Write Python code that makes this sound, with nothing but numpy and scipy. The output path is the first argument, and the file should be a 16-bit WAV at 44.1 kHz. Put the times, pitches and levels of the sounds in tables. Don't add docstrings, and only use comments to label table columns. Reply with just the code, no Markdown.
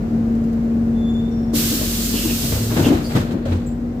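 import sys
import numpy as np
from scipy import signal
from scipy.fft import rfft, irfft
from scipy.io import wavfile
from scipy.ndimage import uniform_filter1d, minimum_filter1d

SR = 44100
rng = np.random.default_rng(int(sys.argv[2]) if len(sys.argv) > 2 else 0)


def to_wav(sig):
    pcm = np.clip(np.atleast_2d(sig), -1, 1) * 32767
    pcm = np.round(pcm).astype(np.int16)
    wavfile.write(sys.argv[1], SR, pcm.T)


N = 176400


def undb(db):
    return 10 ** (np.asarray(db) / 20)

def unit(x):
    return x / np.sqrt(np.mean(x ** 2))

def clock():
    return np.arange(N) / SR

def curve(rows, column=1):
    rows = np.array(rows)
    return np.interp(clock(), rows[:, 0], rows[:, column])

def gains(spectrum):
    hz, db = np.array(spectrum).T
    bin_hz = np.arange(N // 2 + 1) * SR / N
    return undb(np.interp(np.log(bin_hz + 1), np.log(hz), db))

def colour(x, spectrum):
    return unit(irfft(rfft(x) * gains(spectrum), N))

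def wander(rate_hz):
    hold = max(int(SR / rate_hz), 2)
    steps = np.repeat(rng.standard_normal(N // hold + 1), hold)
    return unit(uniform_filter1d(uniform_filter1d(steps, hold), hold)[:N])

def noise():
    return rng.standard_normal((2, N))

def phase_of(hz):
    return 2 * np.pi * (np.cumsum(hz) / SR + rng.random())

def impact(start, attack_s, hold_s, decay_s):
    t = clock() - start
    return np.clip(t / attack_s, 0, 1) * np.exp(-np.maximum(t - attack_s - hold_s, 0) / decay_s)

def swell(start, length):
    return np.sin(np.pi * np.clip((clock() - start) / length, 0, 1))

# frequency in Hz, side minus mid in dB.
FIELD_WIDTH = [(60, -24.5), (200, -16), (380, -15), (700, -0.5), (1200, 1), (15000, 0)]
# frequency in Hz, left minus right in dB.
FIELD_BALANCE = [(100, 0), (230, 3.5), (400, 4), (700, 5.5), (1300, 1), (2400, -1), (5000, -1.5),
                 (15000, -2)]

def cabin_field(pair):
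    mid, side = rfft(pair)
    width, lean = gains(FIELD_WIDTH), np.sqrt(gains(FIELD_BALANCE))
    left = (mid + width * side) * lean
    right = (mid - width * side) / lean
    return irfft(np.array([left, right]) / np.sqrt(1 + width ** 2), N)

# time in seconds, pitch in Hz, level in dB.
GEAR_HUM = [(0, 227.5, -22), (.2, 228.3, -17), (.6, 229.5, -20), (1.5, 230.7, -19), (1.68, 229.6, -24),
            (2.5, 232.9, -28.5), (2.9, 233.8, -24.5), (3.45, 237.3, -24.5), (4, 238.2, -23.5)]

def drive(hum_order=5, left_bias_db=1.56):
    shaft_hz = curve(GEAR_HUM) / hum_order * (1 + 0.00092 * wander(8.86))
    shaft = sum(undb(db + 2 * wander(5.7)) * np.sin(phase_of(order * shaft_hz))
                for order, db in [(1, -34), (2, -42), (3, -40)])
    gears = sum(undb(relative_db + 1.27 * wander(12)) * np.sin(phase_of(order * shaft_hz))
                for order, relative_db in [(hum_order, -0.5), (10, -22.5), (16, -33)])
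    pan = undb(np.array([[left_bias_db], [-left_bias_db]]) / 2)
    return np.sqrt(2) * (shaft + gears * undb(curve(GEAR_HUM, column=2))) * pan

# frequency in Hz, relative density in dB.
ROAD_SPECTRUM = [(28, -32.5), (45, -4), (90, 1), (190, -0.5), (280, -0.5), (400, -9), (600, -14),
                 (950, -24), (1600, -28), (3200, -40.5), (7000, -45.5), (10000, -54), (14000, -50),
                 (16000, -51.5)]
# time in seconds, level in dB.
ROAD_LEVEL = [(0, -25), (.8, -26), (1.5, -26.5), (2.4, -26.5), (3.3, -25.5), (3.7, -28.5), (4, -28)]

def road_rumble():
    return cabin_field(colour(noise(), ROAD_SPECTRUM) * undb(curve(ROAD_LEVEL)))

def collisions(per_second=1000, scatter_db=0.5, decay_s=0.008):
    strikes = (rng.random(N) < per_second / SR) * undb(scatter_db * rng.standard_normal(N))
    power = signal.lfilter([1], [1, -np.exp(-2 / (decay_s * SR))], strikes ** 2)
    return noise() * np.sqrt(power)

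# frequency in Hz, relative density in dB.
CLATTER_SPECTRUM = [(1500, -25), (4500, 1.5), (7500, 1), (10000, -9), (13000, -4), (16000, -16.5)]
# start in seconds, level in dB.
TRIM_TICKS = [(.35, -52), (.437, -51.5), (.485, -60.5), (.528, -51.5)]

def trim_ticks():
    envelope = sum(undb(db) * impact(start, 0.002, 0, decay_s=0.01) for start, db in TRIM_TICKS)
    return cabin_field(envelope * colour(collisions(), CLATTER_SPECTRUM))

def reverberate(x, t60_s, direct_share):
    t = clock()[:SR // 2]
    response = rng.standard_normal((2, len(t))) * np.exp(-np.log(1000) * t / t60_s)
    response *= np.sqrt((1 - direct_share) / np.sum(response ** 2, axis=1, keepdims=True))
    response[:, 0] += np.sqrt(direct_share)
    return signal.fftconvolve(x[None], response, axes=1)[:, :N]

# time in seconds, pitch in Hz, level in dB.
SQUEAL = [(.93, 3495, -64), (.985, 3500, -41.5), (1.025, 3490, -52.5), (1.06, 3490, -38),
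          (1.19, 3535, -42.5), (1.23, 3530, -47.5), (1.29, 3606, -54), (1.37, 3560, -64), (1.53, 3470, -61)]
HIGH_SQUEAL = [(1.31, 5620, -60), (1.325, 5540, -51), (1.4, 5520, -56), (1.435, 5430, -55),
               (1.465, 5500, -53), (1.49, 5550, -64), (1.58, 5520, -62)]
SQUEAL_HARMONICS = [0.5, -17, -39]

def squeal(track, harmonics_db, jitter=0.0012, flutter_db=2):
    phase = phase_of(curve(track) * (1 + jitter * wander(200)))
    tone = sum(undb(db) * np.sin(k * phase) for k, db in enumerate(harmonics_db, 1))
    sounding = (clock() > track[0][0]) & (clock() < track[-1][0])
    envelope = sounding * undb(curve(track, column=2) + flutter_db * wander(70.2))
    return reverberate(np.sqrt(2) * tone * envelope, t60_s=0.41, direct_share=0.17)

# frequency in Hz, relative density in dB.
JET_SPECTRUM = [(700, -19), (1150, -8.5), (1500, -6), (1900, -7), (2350, -6.5), (2750, -3), (3500, -2),
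                (4300, 0), (6100, -1), (7300, -1), (8300, -1), (9700, -7), (11000, -2.5), (12600, 0.5),
                (15400, -2)]
# time in seconds, level in dB.
JET_LEVEL = [(1.522, -59), (1.538, -30.5), (1.555, -20), (1.6, -19), (1.72, -21.5), (1.9, -23), (2.22, -23),
             (2.5, -23.5), (2.7, -29), (2.86, -30), (3.0, -40), (3.17, -35.5), (3.3, -48), (3.42, -64)]

def air_brake(low_cut_hz=810, treble_hz=8000, dulling=0.21, flutter_db=0.38):
    low_cut = signal.butter(2, low_cut_hz, "high", fs=SR, output="sos")
    jet = unit(signal.sosfilt(low_cut, colour(noise(), JET_SPECTRUM)))
    dull = signal.sosfiltfilt(signal.butter(2, treble_hz, fs=SR, output="sos"), jet)
    db = curve(JET_LEVEL)
    treble = (jet - dull) * undb(dulling * (db - db.max()))
    return cabin_field((dull + treble) * undb(db + flutter_db * wander(39.1)))

# frequency in Hz, relative density in dB.
THUD_SPECTRUM = [(30, -28), (60, 1.5), (85, 5.5), (150, 8.5), (210, -6.5), (350, -38), (1500, -95)]
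PANEL_SPECTRUM = [(60, -54), (150, -10.5), (240, 4), (320, 4.5), (410, -6), (520, -10.5), (720, -20.5),
                  (1100, -20), (3000, -70)]
RATTLE_SPECTRUM = [(200, -14), (450, 11), (750, 7), (1000, 2.5), (1400, 2.5), (2000, -1), (2900, -3.5),
                   (4200, -5.5), (7000, -36), (15000, -44)]
# start in
# seconds, levels of floor thud, panel knock, rattle and treble clatter in dB, decay time in seconds.
JOLTS = [(1.53, -37.5, -22.5, -45, -55, 0.066), (1.71, -38, -24, -44, -50, 0.035),
         (1.806, -30.5, -26, -34.5, -46, 0.028), (2.137, -38, -21.5, -49, -50, 0.033),
         (2.245, -36, -22, -53, -50, .025), (2.294, -28, -24, -40.5, -55, 0.028),
         (2.431, -27, -26.5, -41, -50, 0.036), (2.517, -22.5, -33.5, -30.5, -51, 0.1),
         (2.7, -31, -29, -30, -53, 0.12), (2.762, -18.5, -19, -23, -33.5, 0.078),
         (2.794, -19, -20, -33, -38, 0.088), (2.851, -18.5, -16.5, -25, -33.5, 0.085),
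         (2.902, -21.5, -10, -26.5, -50, 0.024), (2.93, -26, -30, -29, -56, 0.083),
         (3.091, -32, -42, -30.5, -57, 0.17), (3.147, -11, -17.5, -22.5, -35, 0.043),
         (3.198, -25, -47, -45, -50, 0.02), (3.305, -24.5, -28, -35.5, -47.5, 0.024),
         (3.334, -47, -23, -57, -63, 0.028), (3.45, -31, -33, -34.5, -47.5, 0.12),
         (3.516, -33.5, -27, -33, -45.5, 0.029)]

def jolts(attack_s=0.0062, hold_s=0.0099):
    shaking = 0
    for part, spectrum in enumerate((THUD_SPECTRUM, PANEL_SPECTRUM, RATTLE_SPECTRUM, CLATTER_SPECTRUM)):
        power = sum((undb(levels_db[part]) * impact(start, attack_s, hold_s, decay_s)) ** 2
                    for start, *levels_db, decay_s in JOLTS)
        shaking += colour(collisions(), spectrum) * np.sqrt(power)
    return cabin_field(shaking)

# start in seconds, pitch in Hz, level in dB.
KNOCKS = [(1.808, 589, -28), (2.86, 558, -31), (2.916, 757, -21.5), (3.162, 479, -27.5), (3.331, 527, -31),
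          (3.457, 573, -23)]

def hollow_knocks(pitch_scatter=0.08, decay_s=0.019):
    knocks = 0
    for start, hz, db in KNOCKS:
        rings = np.array([np.sin(phase_of(hz * (1 + pitch_scatter * wander(250)))) for _ in range(2)])
        knocks += undb(db) * impact(start, 0.003, 0, decay_s) * rings
    return cabin_field(np.sqrt(2) * knocks)

# start and length in seconds, pitch in Hz, level in dB,
# scatter as a fraction of the pitch.
CHIRPS = [(2.002, 0.076, 7250, -30.5, .03), (2.134, 0.072, 2900, -31.5, .12), (2.19, 0.073, 2880, -36, .12),
          (2.273, 0.051, 2755, -31.5, .12), (2.831, 0.045, 2900, -26.5, .11),
          (3.036, 0.038, 4790, -34, 0.058), (3.085, 0.093, 7800, -47, .025),
          (3.66, 0.022, 7560, -40, 0.025)]

def fitting_chirps(octave_db=-13):
    chirps = 0
    for start, length, hz, db, scatter in CHIRPS:
        phase = phase_of(hz * (1 + scatter * wander(900)))
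        tone = np.sin(phase) + undb(octave_db) * np.sin(2 * phase)
        chirps += undb(db) * swell(start, length) * tone
    return reverberate(np.sqrt(2) * chirps, t60_s=0.27, direct_share=0.38)

# start and length in seconds, first and last pitch in Hz, level in dB.
BOOMS = [(2.433, 0.444, 100.8, 120.5, -23), (3.452, .16, 88, 86.9, -19)]

def body_booms(flutter_db=2):
    booms = 0
    for start, length, first_hz, last_hz, db in BOOMS:
        hz = np.interp(clock(), [start, start + length], [first_hz, last_hz])
        envelope = undb(db + flutter_db * wander(40)) * swell(start, length)
        booms += envelope * np.sin(phase_of(hz))
    return np.sqrt(2) * booms

def scene():
    rolling = drive() + road_rumble() + trim_ticks()
    squeals = squeal(SQUEAL, SQUEAL_HARMONICS) + squeal(HIGH_SQUEAL, harmonics_db=[0])
    return rolling + squeals + air_brake() + jolts() + hollow_knocks() + fitting_chirps() + body_booms()

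def record(dry, ceiling=0.72, window_s=0.012, top_hz=15500):
    window = int(window_s * SR)
    allowed_gain = ceiling / np.maximum(np.abs(dry).max(axis=0), ceiling)
    gain = uniform_filter1d(minimum_filter1d(allowed_gain, window), window)
    low_pass = signal.ellip(12, 0.1, 80, top_hz, fs=SR, output="sos")
    return signal.sosfilt(low_pass, dry * gain)


dry = scene()
out = record(dry)
to_wav(out)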